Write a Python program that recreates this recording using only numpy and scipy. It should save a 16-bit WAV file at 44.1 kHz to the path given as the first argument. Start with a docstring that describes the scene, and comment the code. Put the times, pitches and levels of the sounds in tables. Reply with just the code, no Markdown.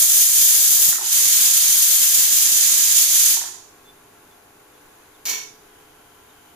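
"""A pressure cooker is already blowing steam past its weight in a small, hard-walled kitchen.
The weight sinks, rattles with a short spurt, lifts again, then drops shut, and the hiss dies away.
A distant bird peeps faintly; a sharp clack then rings, and a thin hiss sets in before a last peep.
A fan hums throughout. Noise makes steam, air and chatter; sines make knocks, ringing, peeps and hum.
Gain control turns everything down under the loud steam and lets it creep back."""
import sys
import numpy as np
from scipy import signal
from scipy.fft import rfft, irfft, next_fast_len
from scipy.io import wavfile
from scipy.ndimage import uniform_filter1d

SR = 44100
rng = np.random.default_rng(int(sys.argv[2]) if len(sys.argv) > 2 else 0)


def store_pcm(level_fs):
    """Save levels as 16-bit WAV."""
    pcm = np.round(np.clip(level_fs, -1, 1) * 32767).astype(np.int16)
    wavfile.write(sys.argv[1], SR, np.atleast_2d(pcm).T)


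N = 288855  # length in samples
TIME = np.arange(N) / SR
HZ = np.fft.rfftfreq(N, 1 / SR)


def amp(db):
    """Turns decibels into gain."""
    return 10 ** (np.asarray(db) / 20)


def read(points, hz, axis=1):
    """Reads one table column, joined by straight lines on a log-frequency axis."""
    table = np.array(points, float)
    return np.interp(np.log(hz + 1), np.log(table[:, 0] + 1), table[:, axis])


def shaped(x, gain):
    """Filters x by a gain for each frequency."""
    size = next_fast_len(N + 8192, True)
    bins = np.fft.rfftfreq(size, 1 / SR)
    return irfft(rfft(x, size) * np.interp(bins, HZ, gain), size)[..., :N]


def drift(rate_hz):
    """Makes a random wander of unit size, mostly slower than rate_hz."""
    x = shaped(rng.standard_normal(N), np.exp(-(HZ / rate_hz) ** 2))
    return x / x.std()


def add(mix, s, sound):
    """Lays a sound into the mix at s seconds."""
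    part = mix[round(s * SR):][:len(sound)]
    part += sound[:len(part)]


def steam(flutter_db=2.39, flutter_hz=50):
    """The same fluttering flow of steam drives the bright jets and the low plume."""
    opening, bright_db = valve()
    flow = opening * amp(flutter_db * drift(flutter_hz))
    return jets(flow, amp(bright_db)) + plume(flow)


# Steam lifts the weight; the first lift is already under way.
# Each row: start in seconds, drop in seconds, relative flow in dB, relative treble brightness in dB.
LIFTS = [(-.3, 0.901, -3.5, -1), (0.99, 3.344, -4, -2)]
RISE_S, SHUT_S = 0.17, 0.0026  # the weight climbs steadily and falls quickly
SAG_DB_PER_S = 0.3  # the pot loses pressure while it blows
LEAK_DB, LEAK_S = -28.5, 0.18  # steam leaks on until the weight has settled
SPUTTER_DB, SPUTTER_HZ = 10, 35  # the rocking weight chops the leak
DULLING = 0.19  # dB of brightness lost for each dB less flow
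SPURT_AT_S, SPURT_DB, SPURT_S = 0.945, -8, 0.014  # the weight hops once between the lifts


def valve():
    """Each lift opens the vent, holds, then drops to a short leak; gives flow and brightness in dB."""
    flow, tone = np.zeros((2, N))
    for start, drop, db, bright_db in LIFTS:
        up, down = np.maximum(TIME - start, 0), np.maximum(TIME - drop, 0)
        sputter_db = SPUTTER_DB * np.tanh(drift(SPUTTER_HZ))
        leak = amp(LEAK_DB + sputter_db) * np.exp(-(down / LEAK_S) ** 4)
        closing = np.maximum(np.exp(-down / SHUT_S), leak)
        lift = amp(db - SAG_DB_PER_S * up) * np.minimum(up / RISE_S, 1) * closing
        flow += lift
        tone += lift * bright_db
    add(flow, SPURT_AT_S, amp(SPURT_DB) * np.exp(-(TIME / SPURT_S) ** 4))
    flow += 1e-6  # avoids dividing by zero
    return flow, tone / flow + DULLING * 20 * np.log10(flow)


# How loud the hiss of the jets is at each pitch.
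# Each row: frequency in Hz, relative level in dB.
JET_COLOUR = [(100, -65), (400, -47), (1000, -34.5), (1600, -29), (2400, -22.5), (2850, -23), (3150, -18.5),
              (4400, -18), (6000, -14.5), (8000, -13.5), (10000, -13), (12000, -12.5), (15200, -19.5)]
# The weight turns and aims its jets elsewhere.
# Each row: time in seconds, extra fizz in dB, left minus right in dB.
TURNING = [(0, 1.5, -0.5), (0.6, 1.5, 0.5), (0.87, 2, -0.5), (1.25, -0.5, -0.5), (1.6, 0.3, 0),
           (1.9, 0.8, 1.7), (2.35, -0.5, -0.5), (2.6, -1.3, -0.5), (3.33, 0.4, -1)]


def jets(flow, bright, jet_db=0.72, wet_db=0, turns_per_s=0.606, count=3):
    """Turbulent jets leave the holes of the weight: more pressure makes them louder and brighter."""
    at, *columns = np.transpose(TURNING)
    fizz_db, side_db = (np.interp(TIME, at, column) for column in columns)
    colour = amp(read(JET_COLOUR, HZ) + jet_db)
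    low = 1 / (1 + (HZ / 3800) ** 4)
    top = 1 - 1 / (1 + (HZ / 9000) ** 4)
    lead = SR // 2  # half a second of earlier steam has already filled the room
    hiss = np.zeros((2, N))
    for k, noise in enumerate(rng.standard_normal((count, N))):
        roar, body, fizz = (shaped(noise, colour * share) for share in (low, 1 - low - top, top))
        # the tilting weight favours each hole in turn
        turn = 2 * np.pi * (turns_per_s * TIME + k / count)
        lean = np.sqrt((1 + 0.5 * np.sin(turn)) / count)
        # a faster jet trades roar for fizz
        jet = lean * flow * (roar / bright + body + whistle() + fizz * bright * amp(fizz_db))
        # each jet points elsewhere and meets other walls
        hiss += kitchen(np.r_[jet[:lead][::-1], jet], wet_db, lag=28)[:, lead:]
    return hiss * amp(np.array([side_db, -side_db]) / 2)


# Breathy tones of the vent.
# Each row: frequency in Hz, width in Hz, relative level in dB.
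VENT_TONES = [(6125, 80, -43.5), (7230, 35, -53), (7080, 27, -35), (7220, 57, -38.5)]


def whistle(waver=0.003, waver_hz=5):
    """The vent's breathy tones are narrow bands of noise that wander together in pitch."""
    bend = np.cumsum(1 + waver * drift(waver_hz)) / SR
    out = np.zeros(N)
    for hz, width, db in VENT_TONES:
        breath = drift(width) + 1j * drift(width)
        out += amp(db) * (breath * np.exp(2j * np.pi * hz * bend)).real
    return out


# The turbulent plume buffets the air.
# Each row: frequency in Hz, relative noise level in dB.
PLUME_RUMBLE = [(20, -39), (80, -34), (150, -37), (300, -37.5), (550, -38.5), (1000, -37.5), (2500, -79)]
# Puffs of the plume brush the microphone.
# Each row: middle in seconds, spread in seconds, extra level in dB.
PUFFS = [(0.766, 0.019, 10.5), (0.882, 0.026, 9.5), (1.14, 0.018, 6.5), (1.482, 0.049, 1.5),
         (2.454, 0.01, 3), (3.327, 0.028, 7)]


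def plume(flow, plume_db=7.5, wet_db=-3):
    """The turbulent cloud of steam rumbles in gusts, with short puffs at the microphone."""
    gust_db = 1.3 * drift(18)
    for at, spread, db in PUFFS:
        gust_db += db * np.exp(-((TIME - at) / spread) ** 2)
    rumble = shaped(rng.standard_normal(N), amp(read(PLUME_RUMBLE, HZ)))
    return kitchen(flow * rumble * amp(plume_db + gust_db), wet_db, lag=28)


# The weight knocks on its seat.
# Each row: start in seconds, relative level in dB, centre of the knock in Hz.
KNOCKS = [(0.9274, -21.5, 1600), (0.9552, -27, 1660), (0.9829, -26.5, 1400), (0.991, -33, 790),
          (1.0107, -28.5, 935), (1.029, -38, 800), (1.061, -41, 850), (3.3682, -30, 960),
          (3.4123, -30.5, 1800), (3.415, -32.5, 900), (3.4372, -36.5, 800), (3.439, -35, 1950),
          (3.4547, -35, 1200), (3.462, -39, 890), (3.473, -38, 1730), (3.485, -44.5, 920),
          (3.543, -45.5, 1000), (3.567, -47, 930)]
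# Ways the lid under the weight can ring.
# Each row: nominal frequency in Hz, relative level in dB, time to fall by 60 dB in seconds.
LID_MODES = [(356, 8.5, 0.28), (690, 3, 0.022), (800, -1, 0.059), (905, -1.5, 0.087), (1063, 2, 0.032),
             (1370, 0.5, 0.035), (1795, 2.5, 0.032), (1860, -8, 0.034), (1950, -2, 0.027)]


def weight(knock_db=-0.5, wet_db=-6.0, octaves=0.35, rebound_db=-14, rebound_s=0.028, detune=0.042, count=3):
    """As the flow fails, the weight bounces on the vent and rings the lid, each touch a bit different."""
    out, t = np.zeros(N), np.arange(SR // 5) / SR
    for s, db, centre_hz in KNOCKS:
        # it rocks and touches again, ever more lightly
        touches = s + np.r_[0, np.cumsum(rebound_s * rng.uniform(0.4, 1.4, count))]
        for order, (hz, mode_db, t60) in enumerate(LID_MODES):
            # neighbouring modes swing opposite ways; those near the centre ring most
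            reach = (-1) ** order / (1 + (np.log2(hz / centre_hz) / octaves) ** 2)
            for k, at in enumerate(touches):
                pitch = hz * (1 + detune * rng.uniform(-1.2, 1))
                fade = amp(db + mode_db + k * rebound_db - 60 * t / t60)
                add(out, at, reach * fade * np.sin(2 * np.pi * pitch * t))
    return amp(knock_db) * kitchen(out, wet_db)


# Blows of the clack; a harder contact has more treble.
# Each row: start in seconds, relative level in dB, chatter's 60 dB fall in seconds before the
# faster settling, extra treble in dB.
BLOWS = [(5.254, -1, 0.33, 2), (5.2795, -0.5, 0.71, -21), (5.293, -5, 0.15, 9), (5.312, -17, 0.12, 9),
         (5.338, -12, .12, -3)]


def clack(settle_s=0.16):
    """A sharp snap and its rebounds: loose parts chatter, build up a metallic ring and settle."""
    power, sharp, t = np.zeros(N), np.zeros(N), np.arange(SR) / SR
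    for s, db, t60, treble_db in BLOWS:
        blow = amp(db - 60 * t / t60) ** 2 * np.exp(-(t / settle_s) ** 4)
        add(power, s, blow)
        add(sharp, s, blow * amp(treble_db) ** 2)
    return chatter(power, sharp) + ring(power)


# How loud the chatter is at each pitch.
# Each row: frequency in Hz, relative level in dB.
CHATTER_COLOUR = [(150, -54), (230, -29), (400, -38), (700, -32.5), (1000, -28.5), (1500, -32.5),
                  (2300, -26), (3200, -23.5), (4400, -24), (6000, -24), (8000, -29), (9300, -30.5),
                  (11500, -29.5), (13000, -22), (14800, -31)]


def chatter(power, sharp, wet_db=-10, grain_db=2.0):
    """Many tiny contacts make grainy noise, whose treble follows the hardness of each blow."""
    contacts = rng.standard_normal(N) * amp(grain_db * drift(400))
    colour = amp(read(CHATTER_COLOUR, HZ))
    top = HZ ** 4 / (HZ ** 4 + 5600.0 ** 4)
    dull = shaped(contacts * np.sqrt(power), colour * (1 - top))
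    keen = shaped(contacts * np.sqrt(sharp), colour * top)
    return kitchen(dull + keen, wet_db)


# What the clack rings with.
# Each row: centre frequency in Hz, relative level in dB, time to fall by 60 dB in seconds,
# left minus right in dB, spread of the close modes in Hz.
RING_MODES = [(406, -8.5, 0.85, 2, 45), (1020, 1, 0.29, -3, 50), (1825, 0.5, 0.27, 5, 90),
              (2240, 11.5, 0.27, 5, 55), (2650, 4, 0.19, 1, 150), (3100, 5, 0.15, 7, 73),
              (3558, 1, 0.33, -8, 12), (4350, 7, 0.19, -8, 120), (4920, -4, 0.38, -6, 45),
              (5740, 9.5, 0.34, -4, 85), (6170, 5.5, 0.25, -7, 55), (6520, -2, .3, -4, 83),
              (6910, 2, 0.29, 1, 45), (7381, -4, .26, -5, 50), (8260, 1.5, 0.13, -5, 110),
              (10100, 1, 0.12, -5, 130), (11800, -3, 0.11, -4, 130), (12600, 3, 0.08, -2, 90),
              (13290, 3, 0.11, 0, 130), (14750, -5, 0.12, -3, 170)]


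def ring(power, ring_db=-44, build_s=0.012, count=5):
    """The blows feed energy into clusters of close modes, which beat together as they die away."""
    out, t, start = np.zeros((2, N)), np.arange(SR) / SR, BLOWS[0][0]
    fed = power[round(start * SR):][:len(t)] + 1e-20
    for hz, db, t60, side_db, split_hz in RING_MODES:
        keep = amp(-60 / (t60 * SR)) ** 2  # share of a mode's energy left after one sample
        size = np.sqrt(signal.lfilter([1 / (build_s * SR)], [1, -keep], fed) / count)
        cluster = hz + split_hz * (np.linspace(-1, 1, count) + rng.uniform(-1.0, 1, count) / 2)
        # each port stands elsewhere in the modes' field
        for port, port_db in zip(out, (db + side_db / 2, db - side_db / 2)):
            tones = sum(np.sin(2 * np.pi * (f * t + rng.random())) for f in cluster)
            add(port, start, amp(ring_db + port_db) * size * tones)
    return out


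# A distant bird's faint peeps.
# Each row: start in seconds, length in seconds, starting pitch in Hz, glide in octaves,
# relative level in dB.
PEEPS = [(3.84, 0.074, 3500, 0, -52.5), (3.886, 0.035, 3525, 0, -55), (4.3, 0.05, 3480, -0.03, -60),
         (4.717, 0.06, 3520, -0.06, -63), (5.107, 0.09, 4700, -0.8, -64), (6.272, 0.06, 3900, -0.16, -65)]


def peeps(wet_db=-13, rough=0.3, waver_share=0.0043):
    """Thin bird notes, barely above the fan, glide with an unsteady pitch and level."""
    out, waver, tremble = np.zeros(N), drift(90), 1 + rough * drift(120)
    for s, length, hz, glide, db in PEEPS:
        swell = np.hanning(int(length * SR))
        unsteady = 1 + waver_share * waver[int(s * SR):][:len(swell)]
        pitch = hz * 2 ** np.linspace(0, glide, len(swell)) * unsteady
        add(out, s, amp(db) * swell * np.sin(2 * np.pi * np.cumsum(pitch) / SR))
    return kitchen(out * tremble, wet_db)


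def thin_hiss(at_s=5.62, rise_s=0.11, level_db=-66, centre_hz=3100, width_hz=460):
    """A narrow band of noise sets in after the clack, barely above the fan."""
    gain = 1 / (1 + (2 * (HZ - centre_hz) / width_hz) ** 4)
    band = shaped(rng.standard_normal((2, N)), gain)
    return amp(level_db) * np.clip((TIME - at_s) / rise_s, 0, 1) * band / band.std()


def cooktop():
    """The cooktop's cooling fan pushes air and hums."""
    return fan_air() + fan_hum()


# Air noise of the cooktop.
# Each row: frequency in Hz, relative noise level in dB.
FAN_AIR = [(25, -42.5), (50, -44.5), (120, -42.5), (210, -46.5), (370, -39), (570, -46.5), (780, -41),
           (930, -43.5), (1120, -42), (1230, -47), (1480, -43.5), (1750, -48.5), (2500, -49), (4500, -56),
           (7000, -59.5), (9000, -61.5), (11000, -54.5), (14500, -62)]


def fan_air():
    """Rushing air is steady noise with a slight, slow swell."""
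    return air(FAN_AIR) * amp(0.4 * drift(2.5))


# How alike the two microphones hear the fan's air: 1 is the same, below 0 leans to opposite.
# Each row: frequency in Hz, left-right likeness without a unit.
LIKENESS = [(60, 1), (130, 1), (290, 0.92), (640, -0.37), (1410, 0.58), (3100, -0.13), (6820, 0.23),
            (15000, -0.35)]


def air(spectrum):
    """Diffuse noise reaches two microphones, alike in the bass."""
    a, b = rng.standard_normal((2, N))
    gain, same = amp(read(spectrum, HZ)), np.clip(read(LIKENESS, HZ), -1, 1)
    right = shaped(a, gain * same) + shaped(b, gain * np.sqrt(1 - same ** 2))
    return np.array([shaped(a, gain), right])


# Motor and mains lines of the fan.
# Each row: middle frequency in Hz, relative level in dB.
HUM_LINES = [(102.3, -79), (251, -74), (301.5, -68), (400, -69.5), (430.7, -67), (500.6, -70.5),
             (602.9, -74), (701, -68.5), (802, -72.5), (856.5, -68.5), (1002, -71.5), (1104, -72.5),
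             (1362, -72), (1530, -81)]


def fan_hum(waver_hz=1.53, flutter_db=2):
    """Motor and mains lines waver in pitch and level."""
    out = np.zeros((2, N))
    wander = [np.cumsum(drift(6.17)) / SR for _ in range(3)]
    flutter = amp(flutter_db * drift(2.5))
    for k, (hz, db) in enumerate(HUM_LINES):
        turns = hz * TIME + waver_hz * wander[k % len(wander)] + rng.random()
        apart = 0.067 * rng.standard_normal((2, 1))  # standing waves reach each port in another phase
        level = np.sqrt(2) * amp(db) * np.roll(flutter, rng.integers(N))
        out += level * np.sin(2 * np.pi * (turns + apart))
    return out


# How the kitchen echoes.
# Each row: frequency in Hz, time to fall by 60 dB in seconds, relative reflection level in dB.
ROOM = [(40, 0.44, -41), (120, 1, 5.5), (296, 0.24, 0), (975, 0.46, 4.5), (2900, 0.48, 5.5),
        (5950, 0.54, 6), (10170, 0.41, 2.5), (14400, 0.28, 7.5)]


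def kitchen(x, wet_db, lag=2):
    """Direct sound, lag samples later on the left, meets dense reflections that die by band."""
    hz, t, z = signal.stft(rng.standard_normal((2, 30000)), SR, nperseg=512)
    t60 = read(ROOM, hz)[:, None]
    wet = amp(read(ROOM, hz, axis=2) + wet_db)[:, None]
    # the square root evens out the energy of long and short tails
    z *= wet * np.exp(-np.log(1000) * t / t60) * np.sqrt(2 * np.log(1000) / (t60 * SR))
    tail = signal.istft(z, SR, nperseg=512)[1]
    direct = np.array([np.roll(x, lag), x])
    return direct + signal.fftconvolve(x[None], tail, axes=1)[:, :len(x)]


def scene():
    """Everything in the kitchen, left and right."""
    return steam() + weight() + clack() + peeps() + thin_hiss() + cooktop()


def gain_control(x, threshold_db=-16, ratio=2.36, recover_db_per_s=22):
    """The gain drops quickly under the loud steam and creeps back, so the fan sinks away and returns."""
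    power_db = 10 * np.log10(abs(uniform_filter1d((x ** 2).mean(0), size=1500)) + 1e-12)
    fall = recover_db_per_s * TIME
    held_db = np.maximum.accumulate(power_db + fall) - fall  # peaks, falling at the recovery rate
    over_db = np.maximum(held_db - threshold_db, 0)
    return x * amp(-(1 - 1 / ratio) * uniform_filter1d(over_db, size=400))


# Resonances of the two microphone ports.
# Each row: frequency in Hz, width in Hz, boost or cut in dB.
LEFT_PORT = [(1660, 220, 3.5), (3870, 470, 3), (6900, 860, -6), (8500, 670, 5), (9810, 390, 6),
             (10250, 590, 6), (11570, 1320, 10), (14700, 1450, 13)]
RIGHT_PORT = [(4850, 95, 6.5), (6064, 250, 4), (6780, 1560, 10), (7020, 400, 3.5), (8620, 390, 7.5),
              (10100, 500, 2.5), (9630, 530, 5), (12160, 500, 3.5), (13900, 2000, -2.5)]
KNEE, CEILING = 0.6, 0.88  # where peaks begin to round off, and where they stop
EDGE_HZ = 15400  # upper band limit


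def record(dry):
    """Port resonances colour each side; then come gain control, rounded peaks and the band limit."""
    heard = []
    for x, port in zip(dry, (LEFT_PORT, RIGHT_PORT)):
        port_db = sum(db / (1 + (2 * (HZ - hz) / width) ** 2) for hz, width, db in port)
        heard.append(shaped(x, amp(port_db)))
    heard = gain_control(np.array(heard))
    within = np.clip(heard, -KNEE, KNEE)
    heard = within + (CEILING - KNEE) * np.tanh((heard - within) / (CEILING - KNEE))
    lowpass = signal.firwin(401, EDGE_HZ, window=("kaiser", 9), fs=SR)
    return signal.oaconvolve(heard, lowpass[None], "same", axes=1)


dry = scene()
out = record(dry)
store_pcm(out)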